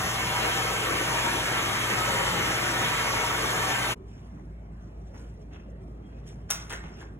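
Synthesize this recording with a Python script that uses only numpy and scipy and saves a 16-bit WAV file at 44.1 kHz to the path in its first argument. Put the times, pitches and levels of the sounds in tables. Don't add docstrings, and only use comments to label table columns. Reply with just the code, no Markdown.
import sys
import numpy as np
from scipy import signal
from scipy.fft import rfft, irfft, next_fast_len
from scipy.io import wavfile
from scipy.ndimage import uniform_filter1d

SR = 44100
rng = np.random.default_rng(int(sys.argv[2]) if len(sys.argv) > 2 else 0)


def file_out(sig):
    cols = np.atleast_2d(sig).T
    lim = np.clip(cols, -1, 1)
    pcm = np.round(lim * 32767).astype(np.int16)
    wavfile.write(sys.argv[1], SR, pcm)


N = 317254
T = np.arange(N) / SR

# (frequency [Hz], density [dB per Hz])
ROOM_SPECTRUM = [(25, -31), (45, -6), (70, -2), (130, -3), (200, -4.5), (260, -7.5), (350, -9),
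                 (430, -10.5), (480, -14.5), (650, -14.5), (900, -21.5), (2000, -30), (2800, -36),
                 (3500, -42.5), (8000, -54), (15500, -56), (15900, -87)]
# (frequency [Hz], width [Hz], lift [dB])
STANDING_WAVES = [(97, 27, 7.5), (166, 45, 4.5), (233, 22, 1), (387, 52, 0.5)]
# (frequency [Hz], level [dB], wander [Hz])
DRONE_TONES = [(54.47, -45.5, 0.32), (58.83, -56, 0.21)]
# (time [s], level [dB])
DRONE_LEVEL = [(0, -2), (.5, 0), (1.3, 0), (1.75, -3), (2.3, 1), (2.9, -2), (3.5, 0.5), (4.1, -2), (4.5, 1),
               (5.5, 1), (6.4, -.5), (7.19, 0)]
# (peak time [s], level [dB], brightness [dB per octave], rise [s], fall [s])
NOISE_SWELLS = [(4.08, -65.5, -3.5, 0.035, 0.59), (4.2, -67, -8, 0.16, 0.27), (4.4, -74.5, -16, 0.14, 0.18),
                (4.82, -71, -3, 0.11, .4), (5.08, -66.5, -6, 0.087, .07), (5.145, -63.5, -13.5, .01, 0.17),
                (5.18, -58.5, -2, 0.073, 0.19), (5.3, -66, -5, .09, .03), (5.42, -72, -4, .15, .15),
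                (5.53, -61, -13.5, 0.025, 0.18), (5.81, -72, -10, .04, .03), (6.12, -70, -12, 0.22, 0.88),
                (6.2, -74, -4, .02, 0.044), (6.275, -54, -3, 0.023, 0.11), (6.499, -46.5, -6, 0.01, .02),
                (6.515, -42.5, -2, 0.016, 0.21), (6.704, -38.5, -4, 0.01, 0.078),
                (6.735, -41.5, -5, 0.035, 0.08), (6.84, -57, -12, 0.065, 0.26),
                (7.015, -53.5, -7, 0.13, 0.088)]
# (frequency [Hz], lift [dB])
FIBRE_COLOUR = [(200, -7.5), (700, -3.5), (1300, 0), (2500, 2.5), (3300, 3.5), (4200, -5.5), (5500, 8),
                (7000, 1.5), (9000, -3.5), (11500, -4.5), (15600, -11), (15900, -50)]
# (peak time [s], frequency at the peak [Hz], level [dB])
SQUEAK_EVENTS = [(6.055, 3230, -69), (6.15, 2510, -66)]
# (time [s], peak level [dB], brightness [dB per octave], ringing share [0-1], strongest ring [Hz])
BLOWS = [(4.0073, -85, 0, 0.4, 8000), (5.145, -56, -2, 0.1, 2140), (5.528, -57, -10, 0.5, 2650),
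         (5.55, -52, -9, .8, 2650), (6.266, -47, -2, 0.3, 2320), (6.5036, -6.5, 4.5, 0.33, 9500),
         (6.5052, -11.5, -3, 0.32, 8030), (6.5072, -23, -5, 0.5, 1090), (6.5086, -18, 0, 0.1, 6690),
         (6.5096, -8.5, 8.5, 0.65, 6050), (6.5113, -20, 4.5, 0.4, 3270), (6.5143, -16, -2, 0.37, 6690),
         (6.5172, -25, 4, 0.4, 1590), (6.5195, -24, 2, 0.3, 9300), (6.5217, -23, -4, 0.5, 6000),
         (6.527, -37, -4, .8, 430), (6.534, -27, 3.5, 0.7, 6000), (6.557, -36, -2, .8, 2140),
         (6.669, -39, -10, 0.5, 1600), (6.6973, -27, -3, 0.35, 1600), (6.7036, -35, 4, 0.43, 3270),
         (6.7062, -31, -3, 0.46, 1600), (6.7085, -33, -6, 0.4, 1090), (6.717, -28, -8, 0.6, 1600),
         (6.726, -25, 3, 0.1, 9300), (6.7257, -23.5, -4, 0.9, 1800), (6.732, -28, -5, .3, 1600),
         (6.736, -28, -4, 0.8, 1800), (6.742, -38, -2, 0.7, 1600), (6.7597, -42, -4, .4, 2140),
         (6.772, -43, -5, 0.4, 2140), (6.8383, -36, -14, 0.8, 1590), (6.85, -48, -6, 0.6, 2140),
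         (6.889, -48, -6, 0.3, 2140), (7.014, -37.5, -15, 0.65, 1600), (7.022, -40, -10, .5, 2140),
         (7.027, -37, -16, 0.5, 1090)]
# (frequency [Hz], level [dB], t60 [s])
BODY_MODES = [(430, -8.5, 0.035), (870, -11, .015), (1090, -9.5, 0.013), (1450, -9.5, 0.028),
              (1610, -10.5, 0.02), (1800, -4, 0.011), (2110, -5, 0.022), (2650, -2, 0.0091),
              (3270, 2.5, 0.01), (3800, -2, .012), (4440, -15, 0.0052), (5980, 6.5, 0.0061),
              (6690, -0.5, 0.0051), (7400, -7, 0.0027), (8400, -3.5, .003), (9300, -6, .003),
              (10300, -8, 0.0029), (11400, -10, .003)]
# (peak time [s], level [dB], rise [s], fall [s], strongest ring [Hz])
TICK_BURSTS = [(5.17, -61, 0.042, 0.14, 1450), (5.535, -60, 0.013, 0.13, 2650),
               (6.272, -63, .008, 0.072, 8400), (6.509, -38.5, .006, .04, 1190),
               (6.525, -47, .012, .1, 6300), (6.55, -47, 0.033, .1, 2100), (6.60, -55, 0.037, 0.11, 1090),
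               (6.704, -40.5, 0.0072, .03, 1450), (6.732, -40.5, .025, 0.041, 1700),
               (6.775, -55, 0.019, 0.09, 2100), (6.861, -57, 0.038, .15, 1450),
               (7.022, -59, 0.026, 0.068, 1600)]
# (frequency [Hz], t60 [s])
WALL_DECAY = [(300, 0.7), (1500, 0.56), (4000, 0.31), (8000, 0.21), (15000, 0.18)]
# (time [s], level [dB])
AIRFLOW = [(0, -28.5), (.35, -27), (.7, -27), (1.2, -26.5), (1.55, -27.5), (1.9, -26.5), (2.15, -26),
           (2.4, -26), (2.6, -26.5), (2.9, -26), (3.35, -27), (3.9, -26)]
# (frequency [Hz], density [dB per Hz])
AIR_SPECTRUM = [(25, -33), (45, -10), (70, -11), (95, 4), (135, -3), (170, -1), (260, -4.5), (600, -3),
                (1200, 0), (2000, 1), (3100, -0.5), (3800, -7.5), (4500, -13), (5100, -9), (6000, -9),
                (7500, -11.5), (8200, -12.5), (9300, -25.5), (10000, -12), (12500, -20), (14000, -20.5),
                (15650, -25.5), (15950, -72)]
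# (frequency [Hz], width [Hz], mean lift [dB])
DUCT_MODES = [(92, 15, 1), (166, 19, 5), (213, 7.5, 2.5), (335, 48, 6.5), (437, 31, 5.5), (481, 22, 6),
              (538, 11, 6), (766, 46, 2), (949, 36, 7.5), (1139, 49, 3), (1311, 36, 5.5), (1551, 16, 0.5),
              (1786, 23, 4.5), (2180, 13.4, 6.5), (2852, 22, 9.5), (2970, 9.6, 1), (3120, 14, 11),
              (3225, 18, 5.5), (3440, 16, 3)]
# (frequency [Hz], mean level [dB], wander [Hz])
FAN_TONES = [(625, -49, 1.5), (4374, -54, 5)]
# (frequency [Hz], likeness [0-1], left-right level [dB], left lead [rad])
VACUUM_PORTS = [(150, 1, 1.4, 0), (210, .98, 2, .03), (330, .96, 2.5, .25), (420, .88, 3.5, .5),
                (520, .65, 4.5, 1.5), (650, .2, 5.5, 0), (800, .55, 2.5, 0), (1000, .5, .5, .4),
                (1800, .4, .5, 1.), (2100, .15, .5, 2.), (2300, .45, .5, 3.1), (3000, .68, .5, 2.9),
                (3800, .55, .5, 2.), (4300, .78, 0, 2.3), (4550, .9, 0, 2.7), (4800, .97, 0, 3.14),
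                (15300, .95, 0, 19.05)]
# (frequency [Hz], likeness [0-1], left-right level [dB], left lead [rad])
REST_PORTS = [(102, 0.99, -0.5, 0), (200, 0.99, -1.5, 0.3), (325, 0.95, -2, 0.5), (785, 0.4, 0, 2),
              (1700, 0.36, -0.5, 4), (2460, 0.5, 0.5, 4.1), (3500, .65, 0, 3.8), (4100, .9, 0, 3.7),
              (4720, .995, 0, 3.14), (16500, .99, 0, -5.9)]

FADE_OUT, FADE_IN = (3.918, 3.952), (3.949, 3.962)  # (from [s], to [s])
BASS_CUT_HZ, EDGE_HZ = 24, 16300
SIZE, HOP = 2048, 512
ROOM_DB = -45
DRONE_MODE_HZ, DRONE_MODE_WIDTH_HZ, DRONE_MODE_DB = 54.6, 1.4, -61
STROKE_DB = 20.0
FIDGET_DB, FIDGET_TILT_DB, FIDGET_SPREAD_DB = -83.5, 2, -4.5
SQUEAK_RISE_S, SQUEAK_FALL_S, SQUEAK_LENGTH_S, SQUEAK_HZ_PER_S = 0.04, 0.11, 0.12, 700.0
RATTLE_PER_S, RATTLE_SPREAD_DB = 450.0, 4.0
RATTLE_FOCUS_DB, RATTLE_FOCUS_OCTAVES = 22.0, 0.45
HUM_HZ, HUM_DB = 120.0, -41.5
ROAR_DB, HISS_DB = -4, 0.5
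ROAR_STEADY, HISS_STEADY = 0.29, 0.41
WHINE_WAVER_DB = 1.5
DUCT_WAVER_DB, DUCT_WANDER = 1.7, 0.005


def gain_of(db):
    return 10 ** (np.asarray(db) / 20)


def evened(x):
    return x / np.sqrt(np.mean(x ** 2) + 1e-20)


def read(points, hz):
    f, value = np.transpose(points)
    return np.interp(np.log(hz + 1), np.log(f + 1), value)


def curve(rows, t, axis):
    return np.interp(t, [r[0] for r in rows], [r[axis] for r in rows])


def tone(hz, wander_hz):
    noise_in = rng.standard_normal(N)
    drift = evened(uniform_filter1d(uniform_filter1d(noise_in, size=4000), size=4000))
    return np.sqrt(2) * np.sin(2 * np.pi * np.cumsum(hz + wander_hz * drift) / SR)


def band(hz, width):
    pole = np.exp(-np.pi * width / SR)
    a, b = rng.standard_normal((N + SR, 2)).T
    envelope = signal.lfilter([1], [1, -pole], a + 1j * b)[SR:]
    carrier = np.exp(2j * np.pi * np.cumsum(hz * np.ones(N)) / SR)
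    return evened((envelope * carrier).real)


def patches(frames, bins, size):
    field = rng.standard_normal((frames, bins)).T
    return evened(uniform_filter1d(uniform_filter1d(field, size[0], 0), size[1], 1))


def noise(field_db, size, hop):
    a, b, c, d = rng.standard_normal(field_db.T.shape + (4,)).T
    z = np.array([a + 1j * b, c + 1j * d]) * gain_of(field_db)
    return signal.istft(z, nperseg=size, noverlap=size - hop)[1][:, :N]


def ringing_db(modes, hz):
    peaks = sum(gain_of(db) ** 2 / (1 + (2 * (hz - f) / w) ** 2) for f, w, db in modes)
    return 10 * np.log10(1 + peaks)


def stroke_db(t, s, rise, fall):
    return -STROKE_DB * np.where(t < s, (s - t) / rise, (t - s) / fall)


def ports(table, direct, diffuse):
    f, like, tilt_db, lead = np.transpose(table)
    n = next_fast_len(N)
    hz, shared = np.fft.rfftfreq(n, 1 / SR), rfft(direct, n)
    same = np.clip(np.interp(hz, f, like), 0, 1)
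    delayed = same * shared * np.exp(-1j * np.interp(hz, f, lead))
    right = delayed + np.sqrt(1 - same ** 2) * rfft(diffuse, n)
    tilt = gain_of(np.interp(hz, f, tilt_db) / 2)
    return irfft(np.array([shared * tilt, right / tilt]), n)[:, :N]


def room():
    frames, hz = N // HOP + 5, np.fft.rfftfreq(SIZE, 1 / SR)
    uneven_db = np.clip(hz / 320.0, 0, 1)[:, None] * 2.7 * patches(frames, len(hz), size=(9, 9))
    field = (read(ROOM_SPECTRUM, hz) + ringing_db(STANDING_WAVES, hz))[:, None] + uneven_db
    return gain_of(ROOM_DB) * evened(noise(field, SIZE, HOP))


def drone():
    tones = sum(gain_of(db) * tone(f, w) for f, db, w in DRONE_TONES)
    blur = gain_of(DRONE_MODE_DB) * band(DRONE_MODE_HZ, DRONE_MODE_WIDTH_HZ)
    return gain_of(curve(DRONE_LEVEL, T, axis=1)) * (tones + blur)


def rustle():
    t, hz = np.arange(N // 64 + 5) * 64 / SR, np.fft.rfftfreq(256, 1 / SR)
    octaves = np.log2((hz[:, None] + 780.0) / 5630.0)
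    restless_db = FIDGET_SPREAD_DB * patches(len(t), 1, size=(1, 20))
    power = gain_of(FIDGET_DB + FIDGET_TILT_DB * octaves + restless_db) ** 2
    for s, db, tilt_db, rise, fall in NOISE_SWELLS:
        level = gain_of(db + stroke_db(t, s, rise, fall))
        power = power + gain_of(tilt_db * octaves) ** 2 * level ** 2
    colour_db = read(FIBRE_COLOUR, hz)[:, None] + 10 * np.log10(power)
    slips_db = 2.0 * patches(len(t), len(hz), size=(40, 2))
    folds_db = 3.0 * patches(len(t), len(hz), size=(4, 14))
    unit = np.std(noise(np.zeros((len(hz), 40)), size=256, hop=64))
    return noise(colour_db + slips_db + folds_db, size=256, hop=64) / unit


def squeak(s, hz, db):
    cutoff = np.clip((s + SQUEAK_LENGTH_S - T) / SQUEAK_RISE_S, 0, 1)
    level = gain_of(db + stroke_db(T, s, SQUEAK_RISE_S, SQUEAK_FALL_S)) * cutoff
    pitch = hz + SQUEAK_HZ_PER_S * np.clip(T - s, 0, SQUEAK_LENGTH_S)
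    return level * band(pitch, 24.0)


def rattle():
    out, t = np.zeros(N), np.arange(1500) / SR
    for s, db, rise, fall, hz in TICK_BURSTS:
        at = slice(round((s - 2 * rise) * SR), min(round((s + 2 * fall) * SR), N))
        chance, size = rng.random((2, SR // 2, 1))[:, :len(T[at])]
        size_db = RATTLE_SPREAD_DB * np.minimum(-np.log(size + 1e-9), 4)
        ticks = (chance < RATTLE_PER_S / SR) * gain_of(size_db)
        ticks = ticks * rng.standard_normal((SR // 2, len(BODY_MODES)))[:len(ticks)]
        rings = []
        for f, mode_db, t60 in BODY_MODES:
            focus_db = RATTLE_FOCUS_DB * np.exp(-(np.log2(f / hz) / RATTLE_FOCUS_OCTAVES) ** 2)
            rings.append(gain_of(mode_db + focus_db - 60 * t / t60) * np.sin(2 * np.pi * f * t))
        sound = signal.fftconvolve(ticks, np.transpose(rings), axes=0).sum(1)[:len(ticks)]
        out[at] += gain_of(db + stroke_db(T[at], s, rise, fall)) * evened(sound)
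    return out


def walls(x):
    taps = np.zeros((2, SR))
    slots = np.arange(200, SR - 20, 20)
    at = slots + rng.integers(0, 20, (2, len(slots)))
    np.put_along_axis(taps, at, rng.choice([-1., 1.], at.shape), 1)
    hz, t, z = signal.stft(taps, SR, nperseg=256)
    decay = gain_of(-60 * t / read(WALL_DECAY, hz)[:, None])
    tail = signal.istft(z * decay, SR, nperseg=256)[1]
    return signal.fftconvolve(x[None], tail / np.linalg.norm(tail[0]), axes=1)[:, :N]


def knocks():
    out, t = np.zeros(N + 2048), np.arange(2048) / SR
    cracks = rng.standard_normal((len(BLOWS), 2048))
    spread = rng.standard_normal((len(BLOWS), len(BODY_MODES)))
    bins = np.fft.rfftfreq(2048, 1 / SR)
    octaves = np.log2((bins + 2100.0) / 4000.0)
    small = 1 / (1 + (710.0 / (bins + 1)) ** 4)
    for (s, db, tilt_db, share, hz), grit, odd in zip(BLOWS, cracks, spread):
        modes = 0
        for (f, mode_db, t60), o in zip(BODY_MODES, odd):
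            focus_db = 12.0 * np.exp(-(np.log2(f / hz) / 0.18) ** 2)
            wave = np.sin(2 * np.pi * f * (1 + 0.012 * o) * t)
            modes = modes + gain_of(mode_db + focus_db - 60 * t / t60) * wave
        ring = signal.fftconvolve(grit * np.exp(-t / 0.0014), modes)[:len(t)]
        crack = ((t == 0) * 4.4 + grit) * np.exp(-t / 0.00046)
        blow = share * ring / abs(ring).max() + (1 - share) * crack / abs(crack).max()
        blow = irfft(rfft(np.roll(blow, 32)) * gain_of(tilt_db * octaves) * small)
        blow = np.roll(blow, -32)[:2000]
        out[round(s * SR):][:2000] += gain_of(db) * blow / abs(blow).max()
    dry = out[:N] + rattle()
    return dry + gain_of(-5.0) * walls(dry)


def vacuum():
    t, hz = np.arange(N // HOP + 5) * HOP / SR, np.fft.rfftfreq(SIZE, 1 / SR)
    swells = patches(len(t), len(DUCT_MODES), size=(1, 18))
    slides = patches(len(t), len(DUCT_MODES), size=(1, 50))
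    bent = [(f * (1 + DUCT_WANDER * slide), w, db + DUCT_WAVER_DB * swell)
            for (f, w, db), slide, swell in zip(DUCT_MODES, slides, swells)]
    field = read(AIR_SPECTRUM, hz)[:, None] + ringing_db(bent, hz[:, None])
    roar = np.exp(-(np.log2((hz + 1) / 2990.0) / 0.17) ** 2)[:, None]
    hissy = np.clip(np.log2((hz + 1) / 3200.0) / 0.6, 0, 1)[:, None]
    flow_db = curve(AIRFLOW, T, axis=1)
    swell_db = curve(AIRFLOW, t, axis=1) - flow_db.mean()
    field = field + roar * (ROAR_DB - ROAR_STEADY * swell_db) + hissy * (HISS_DB - HISS_STEADY * swell_db)
    depth_db = (2.4 - 0.15 * hissy) * np.clip(hz / 650.0, 0, 1)[:, None]
    field = field + depth_db * patches(len(t), len(hz), size=(2, 24))
    field = field + 1.13 * patches(len(t), len(hz), size=(60, 4))
    air = gain_of(flow_db) * evened(noise(field, SIZE, HOP))
    hum = gain_of(HUM_DB) * (tone(HUM_HZ, wander_hz=0.6) + 0.25 * band(HUM_HZ, 8.0))
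    whine = 0
    for f, db, wander_hz in FAN_TONES:
        waver_db = WHINE_WAVER_DB * patches(N, 1, size=(1, 6000))[0]
        whine = whine + gain_of(db + waver_db) * tone(f, wander_hz)
    return air + hum + whine


def scene():
    first = np.sin(np.pi / 2 * np.interp(T, FADE_OUT, [1, 0])) ** 2
    second = np.sin(np.pi / 2 * np.interp(T, FADE_IN, [0, 1])) ** 2
    low = drone()
    rest = room() + rustle() + sum(squeak(*row) for row in SQUEAK_EVENTS) + knocks()
    working = ports(VACUUM_PORTS, *vacuum()) + low
    resting = ports(REST_PORTS, *rest) + low
    return first * working + second * resting


def record(dry):
    bass_cut = signal.butter(2, BASS_CUT_HZ, "high", fs=SR, output="sos")
    thin = signal.sosfilt(bass_cut, dry)
    low_pass = signal.firwin(511, EDGE_HZ, window=("kaiser", 9), fs=SR)
    return signal.oaconvolve(thin, low_pass[None], "same")


dry = scene()
out = record(dry)
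file_out(out)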